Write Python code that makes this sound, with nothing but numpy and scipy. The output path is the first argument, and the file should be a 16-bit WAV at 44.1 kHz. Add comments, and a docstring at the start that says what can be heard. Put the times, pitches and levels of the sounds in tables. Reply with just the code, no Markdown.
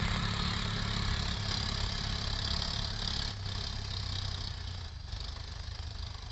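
"""A diesel tractor drags a leveller blade away over an open field, slowing from 35 to 25 firings a second.
Each firing gives a thud from the exhaust, built from sine waves, and a sharp knock of noise from the block.
Gas puffs and churns in the pipe, gears clatter and whine, and the fuel feed rises, eases and is cut twice.
Soil crumbles along the blade, the linkage rattles once, and the field hisses faintly behind it all."""
import sys
import numpy as np
from scipy import signal
from scipy.io import wavfile
from scipy.ndimage import uniform_filter1d

SR = 44100
rng = np.random.default_rng(int(sys.argv[2]) if len(sys.argv) > 2 else 0)


def log_audio(samples):
    """Write samples as a 16-bit WAV file to the path given in sys.argv[1]."""
    # one column per channel
    frames = np.atleast_2d(samples).T
    # limit to full scale, then quantise
    limited = np.clip(frames, -1, 1)
    pcm = np.round(limited * 32767).astype(np.int16)
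    wavfile.write(sys.argv[1], SR, pcm)


N = 278271
T = np.arange(N) / SR  # time in seconds

# How loud the knock and the gears are. Columns: starting level in dB, dB gained from behind,
# dB gained per octave of slowing, share of the fuel change (a plain factor).
COMBUSTION_LEVEL = (-47.5, 12.5, -16, 1.5)
GEAR_LEVEL = (-41.5, -1.5, -9.5, 0.33)
# Tone of the clatter heard from behind. Each row: frequency in Hz, relative level in dB.
REAR_CLATTER_TONE = [(100, -4), (250, 5.5), (330, -14.5), (420, -1.5), (560, -10), (700, 0.5), (1050, -3),
                     (1450, -4.5), (2100, -5.5), (2750, -9), (3400, -2), (4800, 1), (6400, -11),
                     (8300, -34.5)]
BOOM_DB = 7  # lift at the centre of the exhaust resonance


def exhaust(turns):
    """One gas pulse a firing: its orders (multiples of the firing rate) pass the pipe and silencer."""
    # How loud each group of orders is. 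Columns: starting level in dB, dB gained from behind,
    # dB gained per octave of slowing, share of the fuel change (a plain factor).
    thud_level = (-38, 3.5, -0.5, 0.58)
    drone_level = (-41.5, -1, 13, 0.06)
    bark_level = (-37.5, -7, -4, 0.5)
    # What the pipe and silencer let through. Each row: frequency in Hz, relative gain in dB.
    pipe_gain = [(25, -5), (35, 4), (51, 5.5), (70, 2), (102, 22.5), (127, 4.5), (140, -2), (160, -5),
                 (175, 2), (209, 1), (240, -35), (320, -35.5)]
    fourth_db = 8.5  # lift of the fourth order at the centre of the resonance
    rate = firing_rate()
    number, _ = stroke(turns, lead=0.23)
    # the high orders fade as the tractor turns away and slows: slow firings are softer pulses
    dull_db_per_octave = 5 * away() + 25 * lugging()

    def orders(ks, lead, spread_db):
        """A group of orders, swelling and sinking a little from firing to firing."""
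        ks = ks[:, None]
        hz = ks * rate
        octaves_up = np.log2(np.maximum(hz / 125, 1))
        gain = amp(np.interp(hz, *np.transpose(pipe_gain)) - dull_db_per_octave * octaves_up)
        # the silencer holds back what lies above its resonance
        lag = 2 * np.arctan(np.maximum(hz - 180, 0) / 25)
        lift = np.where(ks == 4, amp(fourth_db * boom(hz) / BOOM_DB), 1)
        waves = gain * lift * np.cos(2 * np.pi * ks * (turns + lead) - lag)
        steady = -waves.sum(0) / np.sqrt((gain ** 2).sum(0) / 2)
        return steady * uniform_filter1d(uneven(number, spread_db), size=400)

    thud_db = level(thud_level) + boom(2 * rate) + swells()
    drone_db = level(drone_level) + boom(3 * rate)
    bark_db = level(bark_level)
    thud = orders(np.arange(1, 3), lead=.035 - .1 * lugging(), spread_db=1.1)
    drone = orders(np.arange(3, 4), lead=-.08 * lugging(), spread_db=1.2)
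    bark = orders(np.arange(4, 10), lead=.04 - .15 * lugging(), spread_db=1.8)
    return amp(thud_db) * thud + amp(drone_db) * drone + amp(bark_db) * bark


def stagger(turns, spread):
    """Each gas pulse leaves the pipe a little early or late; spread is in parts of a firing."""
    number, _ = stroke(turns, lead=0.41)
    return turns + spread * uniform_filter1d(rng.standard_normal(size=400)[number], size=600)


def boom(hz):
    """Lift or loss in dB of an exhaust order near the resonance or the trough of the pipe."""
    def bell(centre_hz, width_hz):
        """A smooth hump that is 1 at its centre."""
        return np.exp(-.5 * ((hz - centre_hz) / width_hz) ** 2)

    hollow_db = -6
    return BOOM_DB * bell(95, 6.7) + hollow_db * bell(55.6, 5.3)


def swells():
    """Brief swells of the bass, in dB."""
    # Each row: middle in seconds, seconds from there until about a third of the lift is left, lift in dB.
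    bass_swells = [(0.102, 0.075, 5.5), (1.097, .035, 6)]
    return sum(db * np.exp(-((T - s) / half) ** 2) for s, half, db in bass_swells)


def knock(turns):
    """Ignition rattles the block for some milliseconds, harder under load."""
    # The hardest single firings. Each row: a time in seconds within the firing, extra knock in dB.
    hard_firings = [(1.636, 0.5), (2.626, 6), (2.795, 2.5), (3.674, 3.5), (4.683, 9.5)]
    # Tone of the knock. Each row: frequency in Hz, relative level in dB.
    knock_tone = [(150, -32), (300, -14), (550, -17), (1050, -27), (1500, -9.5), (2100, -31), (2750, -22.5),
                  (3200, 2.5), (4000, 6), (4900, 5), (5600, -2), (6300, -24), (7450, -22.5), (8300, -41.5)]
    number, age = stroke(turns, lead=0.27)  # ignition comes just before the gas pulse
    # every second firing knocks harder, by a varying amount
    alternate_db, scatter_db = 1, 0.44
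    harder_db = (alternate_db + scatter_db * rng.standard_normal(size=400))[number]
    force_db = level(COMBUSTION_LEVEL) + harder_db * (number % 2 == 0)
    for s, db in hard_firings:
        force_db = force_db + db * (number == number[round(s * SR)])
    blow = burst(age, rise=.0022, decay=.0064) + .06 * burst(age, rise=.005, decay=.022)
    impacts = uneven(number, spread_db=.5) * blow * grit(spread_db=-2.8)
    rattle = colour(ring_block(impacts), knock_tone)
    return amp(force_db - 2.0) * rattle


def ring_block(x):
    """Panels and castings ring on after every impact."""
    # Ringing panels and castings. Each row: frequency in Hz, width in Hz, gain in dB.
    block_modes = [(401.6, 26, 1.5), (671, 26, -1), (1110, 24, -3), (1320, 27, -30.5), (1703, 89, 2.5),
                   (3175, 91, -4.5), (3900, 300, -9), (4800, 310, -5)]
    return x + ring(x, block_modes)


def puff(turns):
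    """Gas rushes out of the pipe with every pulse; when the engine lugs it chuffs harder and duller."""
    # Tone of the rushing gas. Each row: frequency in Hz, relative level in dB.
    puff_tone = [(150, -23.5), (330, 3.5), (700, -0.5), (1100, 9), (1450, -6.5), (1750, 5.5), (2700, -7.5),
                 (4000, 4), (5500, -6), (6400, -10), (7450, 0), (8300, -23.5)]
    number, age = stroke(turns, lead=0.24)
    gear_db, load_db = level(GEAR_LEVEL), level(COMBUSTION_LEVEL)
    swell = burst(age, rise=.006, decay=.0058) * uneven(number, spread_db=.9)
    rush = colour(swell * grit(spread_db=0.0), puff_tone)
    body = signal.sosfilt(signal.butter(1, 1800, fs=SR, output="sos"), rush)
    effort_db = .3 * (load_db - gear_db)
    return amp(gear_db + effort_db - 4.5) * (rush + lugging() * body)


def clatter(turns):
    """Valves, injectors and gears rattle on between firings, in one tone from the bare flank, another behind."""
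    # Tone of the clatter heard from the side. Each row: frequency in Hz, relative level in dB.
    side_tone = [(100, -9), (250, 0.5), (340, -7.5), (420, -5), (570, -14), (850, -6), (1300, 4.5),
                 (1520, -8), (1740, -2), (1950, -5), (2150, 0), (2750, -11), (3500, 0.5), (4300, -1),
                 (5500, -20), (7500, -16.5), (8300, -42)]
    _, age = stroke(turns, lead=0.32)
    surge = 1 + 0.71 * burst(age, rise=0.0033, decay=0.016)
    drive = ring_block(surge * grit(spread_db=1.0))
    side = amp(3.5) * colour(drive, side_tone)
    rear = amp(5) * colour(drive, REAR_CLATTER_TONE)
    return amp(level(GEAR_LEVEL)) * ((1 - away()) * side + away() * rear)


def moving_paths(x, depth_db, shimmer_db):
    """Reflections from ground and bodywork add and cancel in shifting bands, most in the treble."""
    hz, _, z = signal.stft(x, SR, nperseg=768, noverlap=576)
    slow, quick = rng.standard_normal((2, *z.shape))
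    slow = unit(uniform_filter1d(slow, size=70, axis=1))
    quick = unit(uniform_filter1d(uniform_filter1d(quick, size=6, axis=0), size=7, axis=1))
    treble = np.minimum(hz / 3200, 1)[:, None]
    gain = amp(depth_db * slow * np.sqrt(treble) + shimmer_db * quick * treble)
    gain = gain / np.sqrt(np.mean(gain ** 2, axis=1, keepdims=True))
    return signal.istft(z * gain, nperseg=768, noverlap=576)[1][:N]


def whine(turns, db, wobble):
    """The timing gears hum on the twelfth order and fade as the flank turns away; wobble is in radians."""
    drift = unit(signal.sosfilt(signal.butter(2, 7, fs=SR, output="sos"), rng.standard_normal(N)))
    mesh = 12 * turns
    return amp(db - 17.8 * away()) * np.sqrt(2) * np.sin(2 * np.pi * mesh + wobble * drift)


def rumble():
    """Turbulent exhaust gas churns under the note, duller from behind."""
    # How loud the churning is: starting level in dB, dB gained from behind,
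    # dB gained per octave of slowing, share of the fuel change (a plain factor).
    churn_level = (-41.5, 5, 2.5, 0.2)
    # Tone of the churning. Each row: frequency in Hz, relative level in dB.
    churn_tone = [(10, -14.5), (25, 4), (50, 1.5), (75, 2.5), (110, 1.5), (170, -5), (300, -40), (600, -43),
                  (2000, -78.5)]
    side = colour(rng.standard_normal(N), churn_tone)
    rear = signal.sosfilt(signal.butter(1, 102, fs=SR, output="sos"), side)  # gentle cut above 102 Hz
    return amp(level(churn_level) + swells()) * (side + away() * (rear - side))


def jolt():
    """The blade bites into hard ground and its linkage gives one short rattle."""
    start_s, jolt_db = 1.507, -32.5
    shake = burst(np.maximum(T - start_s, 0), rise=0.0017, decay=0.017)
    impacts = grit(spread_db=2)
    return amp(jolt_db) * shake * colour(ring_block(impacts), REAR_CLATTER_TONE)


def soil(clods_per_s, spread_db, db):
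    """Clods break and tumble along the blade as random clicks, fainter as the tractor turns away."""
    # Tone of the crumbling soil. Each row: frequency in Hz, relative level in dB.
    soil_tone = [(150, -26), (500, 5), (1500, 2), (3000, -5.5), (5000, -8.5), (8000, -36.5)]
    size = amp(spread_db * np.minimum(rng.exponential(1, N), 4)) * rng.standard_normal(N)
    clods = size * (rng.random(N) < clods_per_s / SR)
    return amp(db - 13 * away()) * colour(clods, soil_tone)


def field_hiss(db):
    """Faint, even hiss of the open field, made of plain noise."""
    return amp(db) * rng.standard_normal(N)


def firing_rate():
    """Engine speed in firings a second, joined by straight lines between the rows."""
    # Engine speed. Each row: time in seconds, firings a second.
    speed_rows = [(0.0, 34.5), (0.44, 35.48), (0.88, 34.71), (2.44, 34.08), (2.69, 35.64), (3.0, 34.6),
                  (3.3, 34.94), (3.44, 31.66), (3.65, 34.35), (4.09, 31.87), (4.41, 31.31), (4.6, 29.15),
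                  (4.79, 29.87), (4.98, 23.79), (5.32, 25.76), (6.31, 25.22)]
    s, rate = np.transpose(speed_rows)
    return np.interp(T, s, rate)


def lugging():
    """How far the engine has sunk below its top speed, in octaves."""
    rate = firing_rate()
    return np.log2(rate.max() / rate)


def stroke(turns, lead):
    """Number of the current firing, and the seconds since it began; lead is in parts of a firing."""
    number = np.floor(turns + lead + 1).astype(int)
    return number, (turns + lead) % 1 / firing_rate()


def fuel():
    """Fuel above or below the steady feed, in dB before each part takes its share."""
    # The governor feeds more fuel as the blade bites, less as it slips, and twice almost none.
    # Each row: start in seconds, length in seconds, change in dB before the share.
    fuel_steps = [(0.64, 0.13, -2.5), (1.344, 0.12, -5), (1.507, 0.081, 3.5), (2.442, .34, 1.5),
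                  (2.867, .13, -2.5), (3.02, 0.26, 2), (3.325, 0.12, -13.5), (3.7, 0.21, -4.5),
                  (4.12, 0.15, 2.5), (4.497, 0.344, -5.5), (4.885, .19, -15), (5.125, 0.18, 3.5)]
    ramp_s = .04

    def ramp(s):
        """A short slope from 0 to 1 centred on the given time."""
        return np.clip((T - s) / ramp_s + .5, 0, 1)

    return sum(db * (ramp(s) - ramp(s + length)) for s, length, db in fuel_steps)


def away():
    """The tractor turns its back: 0 side on, nearing 1 from behind."""
    start_s, turn_s = 0.3, 1.41
    return 1 - np.exp(-(np.maximum(T - start_s, 0) / turn_s) ** 1.27)


def level(part):
    """Level of a part in dB: it falls with distance and follows heading, engine speed and fuel."""
    db, rear_db, slow_db, share = part
    nearest_m, speed_m_per_s = 4.61, 1.875  # a straight drive, nearest at the very start
    distance_m = np.hypot(nearest_m, speed_m_per_s * T)
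    distance_db = -20 * np.log10(distance_m / nearest_m)
    return db + distance_db + rear_db * away() + slow_db * lugging() + share * fuel()


def uneven(number, spread_db):
    """No two firings are equally strong: each gets its own random gain."""
    return amp(spread_db * rng.standard_normal(size=400))[number]


def burst(age, rise, decay):
    """A swell with a short rise and an exponential tail, both in seconds."""
    return (1 - np.exp(-(age / rise) ** 2)) * np.exp(-age / decay)


def grit(spread_db):
    """Noise made of tiny impacts of unequal size, each 32 samples long."""
    size_db = np.repeat(rng.standard_normal(N // 32 + 1), 32)[:N]
    return unit(rng.standard_normal(N) * amp(spread_db * size_db))


def ring(x, modes):
    """A bank of resonances driven by x."""
    return sum(amp(db) * signal.lfilter(*signal.iirpeak(hz, hz / width, SR), x) for hz, width, db in modes)


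def colour(x, spectrum):
    """Shapes the tone without sounding ahead of time, so attacks stay sharp; the result has rms 1."""
    hz, db = np.transpose(spectrum)
    f = abs(np.fft.fftfreq(8192, 1 / SR))
    log_gain = np.log(amp(np.interp(np.log(f + 1), np.log(hz), db)))
    # the minimum-phase filter with this gain
    taps = np.fft.ifft(np.exp(np.conj(signal.hilbert(log_gain)))).real
    return unit(signal.oaconvolve(x, taps[:len(taps) // 2])[:N])


def unit(x):
    """Scales to rms 1."""
    return x / np.sqrt(np.mean(x ** 2) + 1e-20)


def amp(db):
    """Decibels to gain."""
    return 10 ** (np.asarray(db) / 20)


def scene():
    """One crankshaft times every part of the engine."""
    turns = np.cumsum(firing_rate()) / SR + .09  # firings so far
    note = amp(-1.75) * exhaust(stagger(turns, spread=.006))
    engine_noise = knock(turns) + puff(turns) + clatter(turns)
    rattle = moving_paths(engine_noise, depth_db=2.7, shimmer_db=2.0)
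    hum = whine(turns, db=-57.0, wobble=0.9)
    crumbling = soil(clods_per_s=500, spread_db=4.5, db=-47.5)
    bed = rumble() + jolt() + crumbling + field_hiss(db=-71.5)
    return (note + hum + rattle + bed)[None]


def record(dry):
    """The microphone loses the deepest bass; then a steep filter removes what lies above the band edge."""
    edge_hz = 8350
    thin = signal.sosfilt(signal.butter(2, 20, "highpass", fs=SR, output="sos"), dry)
    band_limit = signal.firwin(301, edge_hz, window=("kaiser", 8), fs=SR)
    return signal.oaconvolve(thin, band_limit[None], "same")


dry = scene()
out = record(dry)
log_audio(out)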